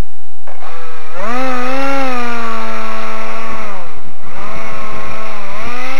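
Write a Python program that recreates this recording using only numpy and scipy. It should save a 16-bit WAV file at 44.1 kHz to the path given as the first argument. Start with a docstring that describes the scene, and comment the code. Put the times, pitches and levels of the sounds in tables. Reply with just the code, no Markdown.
"""A model jet's fan runs up and throttles back as the jet taxis on asphalt, close to a tiny camera.
The motor clatters into motion, then buzzes once a turn, so its partials are multiples (orders) of the
shaft speed: a soft hum at idle, a clean whine at high speed, a stutter on alternate turns in between.
Turbulent air rushes through the fan and gusts flutter on the microphone.
The camera's electronics add hiss and a thin whistle, and its 8 kHz sampling gives a tinny edge."""
import sys
import numpy as np
from scipy import signal
from scipy.fft import rfft, irfft
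from scipy.io import wavfile
from scipy.ndimage import uniform_filter1d, map_coordinates

SR = 44100
rng = np.random.default_rng(int(sys.argv[2]) if len(sys.argv) > 2 else 0)


def materialize(psi):
    """Save the field psi as 16-bit PCM at rate SR to the path in sys.argv[1].

    A 1-D psi becomes a single channel; in a 2-D psi each row is a channel.
    """
    bounded = np.clip(np.atleast_2d(psi).T, -1, 1)
    quanta = np.round(bounded * 32767).astype(np.int16)
    wavfile.write(sys.argv[1], SR, quanta)


N = 264159
T = np.arange(N) / SR

# Speed asked for by the throttle. Each row: time in seconds, shaft speed in Hz.
THROTTLE = [(0.557, 136.7), (0.721, 167.1), (1.11, 155.5), (1.224, 192.4), (1.294, 235.3), (1.429, 265.8),
            (1.6, 244.1), (1.776, 270), (1.967, 275.5), (2.183, 242.7), (2.551, 224.6), (2.845, 220.9),
            (3.262, 221), (3.407, 225.6), (3.625, 220.2), (4.009, 131.4), (4.19, 107.3), (4.395, 198),
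            (4.578, 222.9), (4.905, 213.4), (5.139, 217.8), (5.286, 220), (5.491, 190), (5.676, 237.4),
            (5.998, 271.5)]
# Shaft harmonics. Each row: order, then relative level in dB at high speed, stuttering and idling.
SHAFT_ORDERS = [(1, 4.5, 6.5, -6.5), (2, 4.5, 5, -6.5), (3, 9, 5.5, -2.5), (4, -2.5, 7.5, -10.5),
                (5, 6, 9.5, -1), (6, 3.5, 7.5, -4.5), (7, 3, -1.5, -1.5), (8, 5.5, 2.5, -2.5),
                (9, -12, 2, -17), (10, 7.5, 5, -4.5), (11, -4.5, 2.5, -14), (12, -2, 2, -9),
                (13, -15, -13, -7), (15, 4.5, -1, 0.5)]
# Half orders that stand out from behind. Each row: order, boost in dB.
HALF_ORDER_PEAKS = [(2.5, 7), (3.5, 3)]
# Response of duct and airframe. Each row: frequency in Hz, gain in dB from beside and from behind.
BODY_RESPONSE = [(150, -12, -3.5), (269, 6.5, 0), (346, -11.5, -5.5), (543, 6, 3), (717, 0, 1.5),
                 (860, -4, -6.5), (1025, -2, 0.5), (1244, 2, 1), (1217, 6, 1.5), (1522, -6, -4),
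                 (1670, -4, -12), (2100, -6, -6.5), (2250, -5, -5.5), (2910, -9.5, -11), (3120, -22, -20),
                 (4000, -19, -22)]
# Balance as the jet rolls from beside the camera to ahead of it. Each row: time in seconds, share heard
# from behind (0-1), then gain in dB of low orders, high orders, the rush and the rush's lower band.
DIRECTIVITY = [(1.0, 0, -1, 11, 1, -1.5), (1.36, 0.06, 0, -1, -1, -1.5), (1.52, 0, -2.5, -2.5, -0.5, 3),
               (2.1, 0.2, -1, 2, 1, -3), (2.45, 0.04, -3.5, -5.5, 0, 0.5), (3.0, 0.51, -5, -4, 2, 0.5),
               (3.5, 0.98, -7, -2, -2, 2.5), (4.1, 0.84, -6, -2, 0, -0.5), (4.6, 1, -9, -1.5, -2, 1.5),
               (5.35, 1, -9, -4.5, 0.5, -0.5), (5.85, 0.97, -7.5, -1.5, 1.5, -5.5)]
# Spectrum of the rush. Each row: frequency in Hz, relative density in dB from beside and from behind.
RUSH_SPECTRUM = [(103, -30.5, -8.5), (335, -8, -12), (496, -2.5, -8), (680, -1.5, 0.5), (1060, 0.5, 0),
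                 (1180, 8, 3.5), (1210, 1.5, 6), (1490, 4, -2.5), (1680, 0.5, -6), (2050, 3, 4.5),
                 (2470, 3, 3), (2750, -1, -2.5), (3130, -6, -7.5), (3740, 1.5, -2)]
# Knocks of the starting motor. Each row: start in seconds, level in dB, decay in seconds, brightness 0-1.
START_KNOCKS = [(0.472, -26, 0.0096, 0.8), (0.48, -26, 0.0068, 0.6), (0.493, -28.5, 0.027, 0),
                (0.516, -30, 0.02, 0.7), (0.547, -34, .04, 1), (0.623, -26.5, 0.0083, .7),
                (0.642, -33, 0.0063, .3), (.659, -29, 0.05, 0.7)]
# Resonances rung by the knocks. Each row: frequency in Hz, bandwidth in Hz, relative gain in dB.
AIRFRAME_MODES = [(563, 73, -17), (783, 160, 0), (1110, 180, -5), (1580, 260, -5.5), (2200, 82, -1.5),
                  (2720, 260, -17.5)]
# Gusts on the microphone. Each row: peak time in seconds, peak level in dB, half-length in seconds.
WIND_GUSTS = [(2.003, -51, 0.18), (3.4, -41, 0.17), (3.516, -31, 0.044), (3.64, -38, 0.051),
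              (3.88, -43, 0.048), (3.979, -33.5, 0.013), (4.082, -35.5, 0.046), (4.271, -36, 0.042),
              (4.431, -36, 0.11), (4.571, -27.5, 0.02), (4.74, -35.5, 0.13), (4.959, -33, 0.062),
              (5.09, -32, 0.068), (5.546, -36, 0.036), (5.66, -28.5, .04)]
# Spectrum of the gusts. Each row: frequency in Hz, relative density in dB.
WIND_SPECTRUM = [(15, -4), (40, 6), (110, 4.5), (220, 1.5), (350, -2), (600, -12), (1200, -35),
                 (3900, -17.5)]
# Steady electronic tones. Each row: frequency in Hz, level in dB.
WHISTLE_TONES = [(769.8, -47.5), (1001, -85)]
# Spectrum of the microphone hiss. Each row: frequency in Hz, relative density in dB.
HISS_SPECTRUM = [(40, 14.5), (300, -1.5), (900, 5), (1500, 2), (2400, 3), (3200, 2), (3950, 3)]

CRUISE_HZ = 245  # reference shaft speed for the levels of buzz and rush
CHATTER_HZ, CHATTER_WIDTH_HZ = 170.2, 5  # the rotor chatters above this speed, runs smoothly below
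STUTTER_HZ, STUTTER_HALF_WIDTH_HZ = 207.4, 34.9  # speed range in which alternate turns differ
CLOCK_HZ = 8000  # the converter's sampling rate


def fan(inertia_s=0.07, start_s=0.554, rise_s=0.091, tremble=0.001966):
    """Rotational inertia smooths the speed of the one shaft that drives both buzz and rush."""
    span = int(inertia_s * SR)
    asked_hz = curves(THROTTLE)[0]
    hz = uniform_filter1d(uniform_filter1d(asked_hz, size=span), size=span)
    accel_hz_per_s = np.gradient(hz) * SR
    phase = 2 * np.pi * np.cumsum(hz * (1 + tremble * walk(50))) / SR
    buzz_db, stutter_db, torque = motor_load(hz, accel_hz_per_s)
    tones = buzz(hz, phase, buzz_db, stutter_db, torque) + stutter(hz, phase, buzz_db + stutter_db)
    running = np.clip((T - start_s) / rise_s, 0, 1)
    return running * (tones + rush(hz, phase, accel_hz_per_s))


def motor_load(hz, accel_hz_per_s, cruise_db=-33, db_per_octave=11.5, full_torque_hz_per_s=440,
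               in_range_db=1.5, steady_db=-22, stutter_torque_db=-14.5):
    """Torque goes with acceleration; with speed it sets the buzz level and the stutter relative to it."""
    torque = np.clip(accel_hz_per_s / full_torque_hz_per_s, 0, 1)
    buzz_db = cruise_db + db_per_octave * np.log2(hz / CRUISE_HZ) - 0.5 * torque
    in_range = bell(((hz - STUTTER_HZ) / STUTTER_HALF_WIDTH_HZ) ** 2)
    stutter_db = steady_db + in_range * (in_range_db - steady_db + stutter_torque_db * torque ** 2)
    return buzz_db, stutter_db, torque


def buzz(hz, phase, buzz_db, stutter_db, torque, waver_db=1.71, coast_db_per_octave=8):
    """One pulse a turn makes a harmonic series, which glides through the body's fixed resonances."""
    _, low_db, high_db, _, _ = curves(DIRECTIVITY)
    smooth = 0.5 - 0.5 * np.tanh((hz - CHATTER_HZ) / CHATTER_WIDTH_HZ)
    stuttering = np.clip((stutter_db + 20) / 11, 0, 1)
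    high_db = high_db + 21 * np.log(hz / CRUISE_HZ)  # high orders need a fast shaft
    coast_db = coast_db_per_octave * np.log2(hz / CHATTER_HZ)  # the hum fades as the shaft slows
    out = 0
    for order, fast_db, eased_db, idle_db in SHAFT_ORDERS:
        order = round(order)
        chatter_db = fast_db + stuttering * (eased_db - fast_db) + (low_db if order < 8 else high_db)
        db = buzz_db + smooth * (idle_db + coast_db) + (1 - smooth) * chatter_db
        # dispersion in the duct: high orders arrive later than low ones
        angle = order * phase - 1.1 * order ** 1.5 + np.pi
        # turbulent inflow shakes the high orders most, and more so under torque
        shake = (0.18 + 0.11 * stuttering + 0.24 * torque ** 2) * (order / 5) ** 1.3
        wave = (1 + shake * walk(90)) * np.cos(angle) + shake * walk(90) * np.sin(angle)
        wave /= np.sqrt(1 + shake ** 2)
        db += waver_db * np.sqrt(order / 5) * walk(9)
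        out += undb(db) * body_gain(order * hz) * wave
    return np.sqrt(2) * out


def stutter(hz, phase, level_db, waver_db=3.0, slip_rad=1.0):
    """Period doubling: when alternate turns differ, half orders rattle between the harmonics."""
    rear_share, low_db, _, _, _ = curves(DIRECTIVITY)
    boost_db = dict(HALF_ORDER_PEAKS)
    out = 0
    for order in np.arange(1, 13) + 0.5:
        tilt_db = -3.5 + 9 * np.log(order / 5)  # sharp, with little bass
        facing_db = low_db + rear_share * boost_db.get(order, 0)
        amplitude = undb(level_db + tilt_db + facing_db + waver_db * walk(13))
        angle = order * phase + rng.uniform(0, 2 * np.pi) + slip_rad * walk(10)
        out += amplitude * body_gain(order * hz) * np.cos(angle)
    return np.sqrt(2) * out


def body_gain(hz):
    """Duct and airframe act as a filter whose response depends on the listening direction."""
    return blend_sides(*(gain_at(hz, side) for side in side_spectra(BODY_RESPONSE)))


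def rush(hz, phase, accel_hz_per_s, cruise_db=-29.5, db_per_octave=16, churn_hz_per_s=184,
         pulsing=0.26, split_hz=1600):
    """Turbulence makes broadband noise, a puff a turn; from behind, the tailpipe's ring takes over."""
    _, _, _, facing_db, lower_db = curves(DIRECTIVITY)
    level_db = cruise_db + db_per_octave * np.log2(hz / CRUISE_HZ) + facing_db
    puffs = rng.standard_normal(N) * (1 + pulsing * np.cos(phase)) * undb(-0.45 * walk(120))
    air = blend_sides(*(coloured(puffs, side) for side in side_spectra(RUSH_SPECTRUM)))
    lower = signal.sosfiltfilt(signal.butter(3, split_hz, fs=SR, output="sos"), air)
    upper = air - lower
    # a change of speed churns the air, mostly in the lower band
    churn_db = 3 * np.tanh(np.abs(accel_hz_per_s) / churn_hz_per_s)
    bands = undb(-1.55 + 0.22 * churn_db) * upper + undb(lower_db + churn_db) * lower
    return undb(level_db) * bands / upper.std()


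def clatter():
    """Impacts excite the airframe's modes and decay exponentially; harder ones favour the upper modes."""
    out = np.zeros(N)
    for start_s, db, decay_s, brightness in START_KNOCKS:
        noise = coloured(rng.standard_normal(N), [(200, -19), (500, 6.0), (2500, -7.5), (3500, -9)])
        ring = 0
        for hz, width_hz, mode_db in AIRFRAME_MODES:
            mode = signal.lfilter(*signal.iirpeak(hz, hz / width_hz, fs=SR), noise)
            ring += undb(mode_db) * (hz / 750) ** (brightness - 0.5) * mode
        envelope = (T >= start_s) * np.exp(-np.abs(T - start_s) / decay_s)
        out += undb(db) * envelope * ring / ring.std()
    return out


def gusts(breeze_db=-60, flicker_db=0.6):
    """Eddies make the pressure at the microphone port fluctuate; gusts and breeze add in power."""
    gust_power = sum((undb(db) * bell((T - peak_s) / half_s)) ** 2 for peak_s, db, half_s in WIND_GUSTS)
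    moving = np.clip((T - 0.45) / 0.15, 0, 1)  # the wind fades in as the jet sets off
    envelope = moving * np.sqrt(undb(breeze_db) ** 2 + gust_power) * undb(flicker_db * walk(30))
    return envelope * coloured(rng.standard_normal(N), WIND_SPECTRUM)


def electronics(hiss_db=-48.5):
    """The camera's self-noise sets a floor of steady whistle and broadband hiss."""
    whistle = sum(np.sqrt(2) * undb(db) * np.sin(2 * np.pi * hz * T) for hz, db in WHISTLE_TONES)
    return whistle + undb(hiss_db) * coloured(rng.standard_normal(N), HISS_SPECTRUM)


def clock_whine(carrier_db=-68.5, modulation_db=-64):
    """Amplitude modulation by the whistle gives the clock tone sidebands in the quiet first half second."""
    quiet = np.clip((0.5 - T) / 0.04, 0, 1)
    whistle = np.sin(2 * np.pi * WHISTLE_TONES[0][0] * T)
    amplitude = undb(carrier_db) + undb(modulation_db) * quiet * whistle
    return np.sqrt(2) * amplitude * np.cos(2 * np.pi * CLOCK_HZ * T)


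def side_spectra(table):
    """A directional source has two (Hz, dB) spectra: from beside and from behind."""
    return [np.array(table)[:, [0, column]] for column in (1, 2)]


def blend_sides(beside, behind):
    """Directivity: the rear sound replaces the side sound as the jet rolls ahead."""
    rear_share = np.clip(curves(DIRECTIVITY)[0], 0, 1)
    return (1 - rear_share) * beside + rear_share * behind


def coloured(x, spectrum):
    """Filtering by multiplication in frequency, scaled to rms 1."""
    y = irfft(rfft(x) * gain_at(np.fft.rfftfreq(N, 1 / SR), spectrum), N)
    return y / y.std()


def gain_at(hz, spectrum):
    """Gain of a (Hz, dB) spectrum, band-limited to half the converter's sampling rate."""
    points_hz, db = np.transpose(spectrum)
    return undb(np.interp(np.log(hz + 1e-9), np.log(points_hz), db)) * (hz < CLOCK_HZ / 2)


def curves(table):
    """Linear interpolation in time gives each column one value per sample."""
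    times, *columns = np.transpose(table)
    return [np.interp(T, times, column) for column in columns]


def walk(rate):
    """Smooth random fluctuation with a spread near 1, changing about rate times a second."""
    coarse = T[::32]
    drift = map_coordinates(rng.standard_normal(4096), [coarse * rate], order=3, mode="wrap")
    return np.interp(T, coarse, drift)


def bell(x):
    """Gaussian curve: 1 at 0, about a third at 1 either side."""
    return np.exp(-x ** 2)


def undb(db):
    """Decibels to amplitude ratio."""
    return 10 ** (np.asarray(db) / 20)


def scene():
    """Superposition: all sources add in one channel."""
    return (fan() + clatter() + gusts() + electronics())[None]


def record(dry, bias=-0.751, treble_lift=0.14, white_db=-58, top_hz=14700):
    """Spectral imaging: samples joined by straight lines mirror the sound around the clock frequency."""
    ticks = np.arange(0, N / SR, 1 / CLOCK_HZ)
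    samples = map_coordinates(dry[0], [ticks * SR], order=3, mode="nearest")
    samples = np.clip(samples + bias, -1, 1) - bias  # the off-centre converter clips the troughs
    joined = np.interp(T, ticks, samples)
    # the output stage lifts the top a little and adds clock whine and white hiss
    treble = signal.sosfiltfilt(signal.butter(2, 6000, "high", fs=SR, output="sos"), joined)
    output = joined + treble_lift * treble + clock_whine() + undb(white_db) * rng.standard_normal(N)
    lowpass = signal.ellip(10, 0.2, 80, top_hz, fs=SR, output="sos")
    return bias + signal.sosfilt(lowpass, output)[None]


dry = scene()
out = record(dry)
materialize(out)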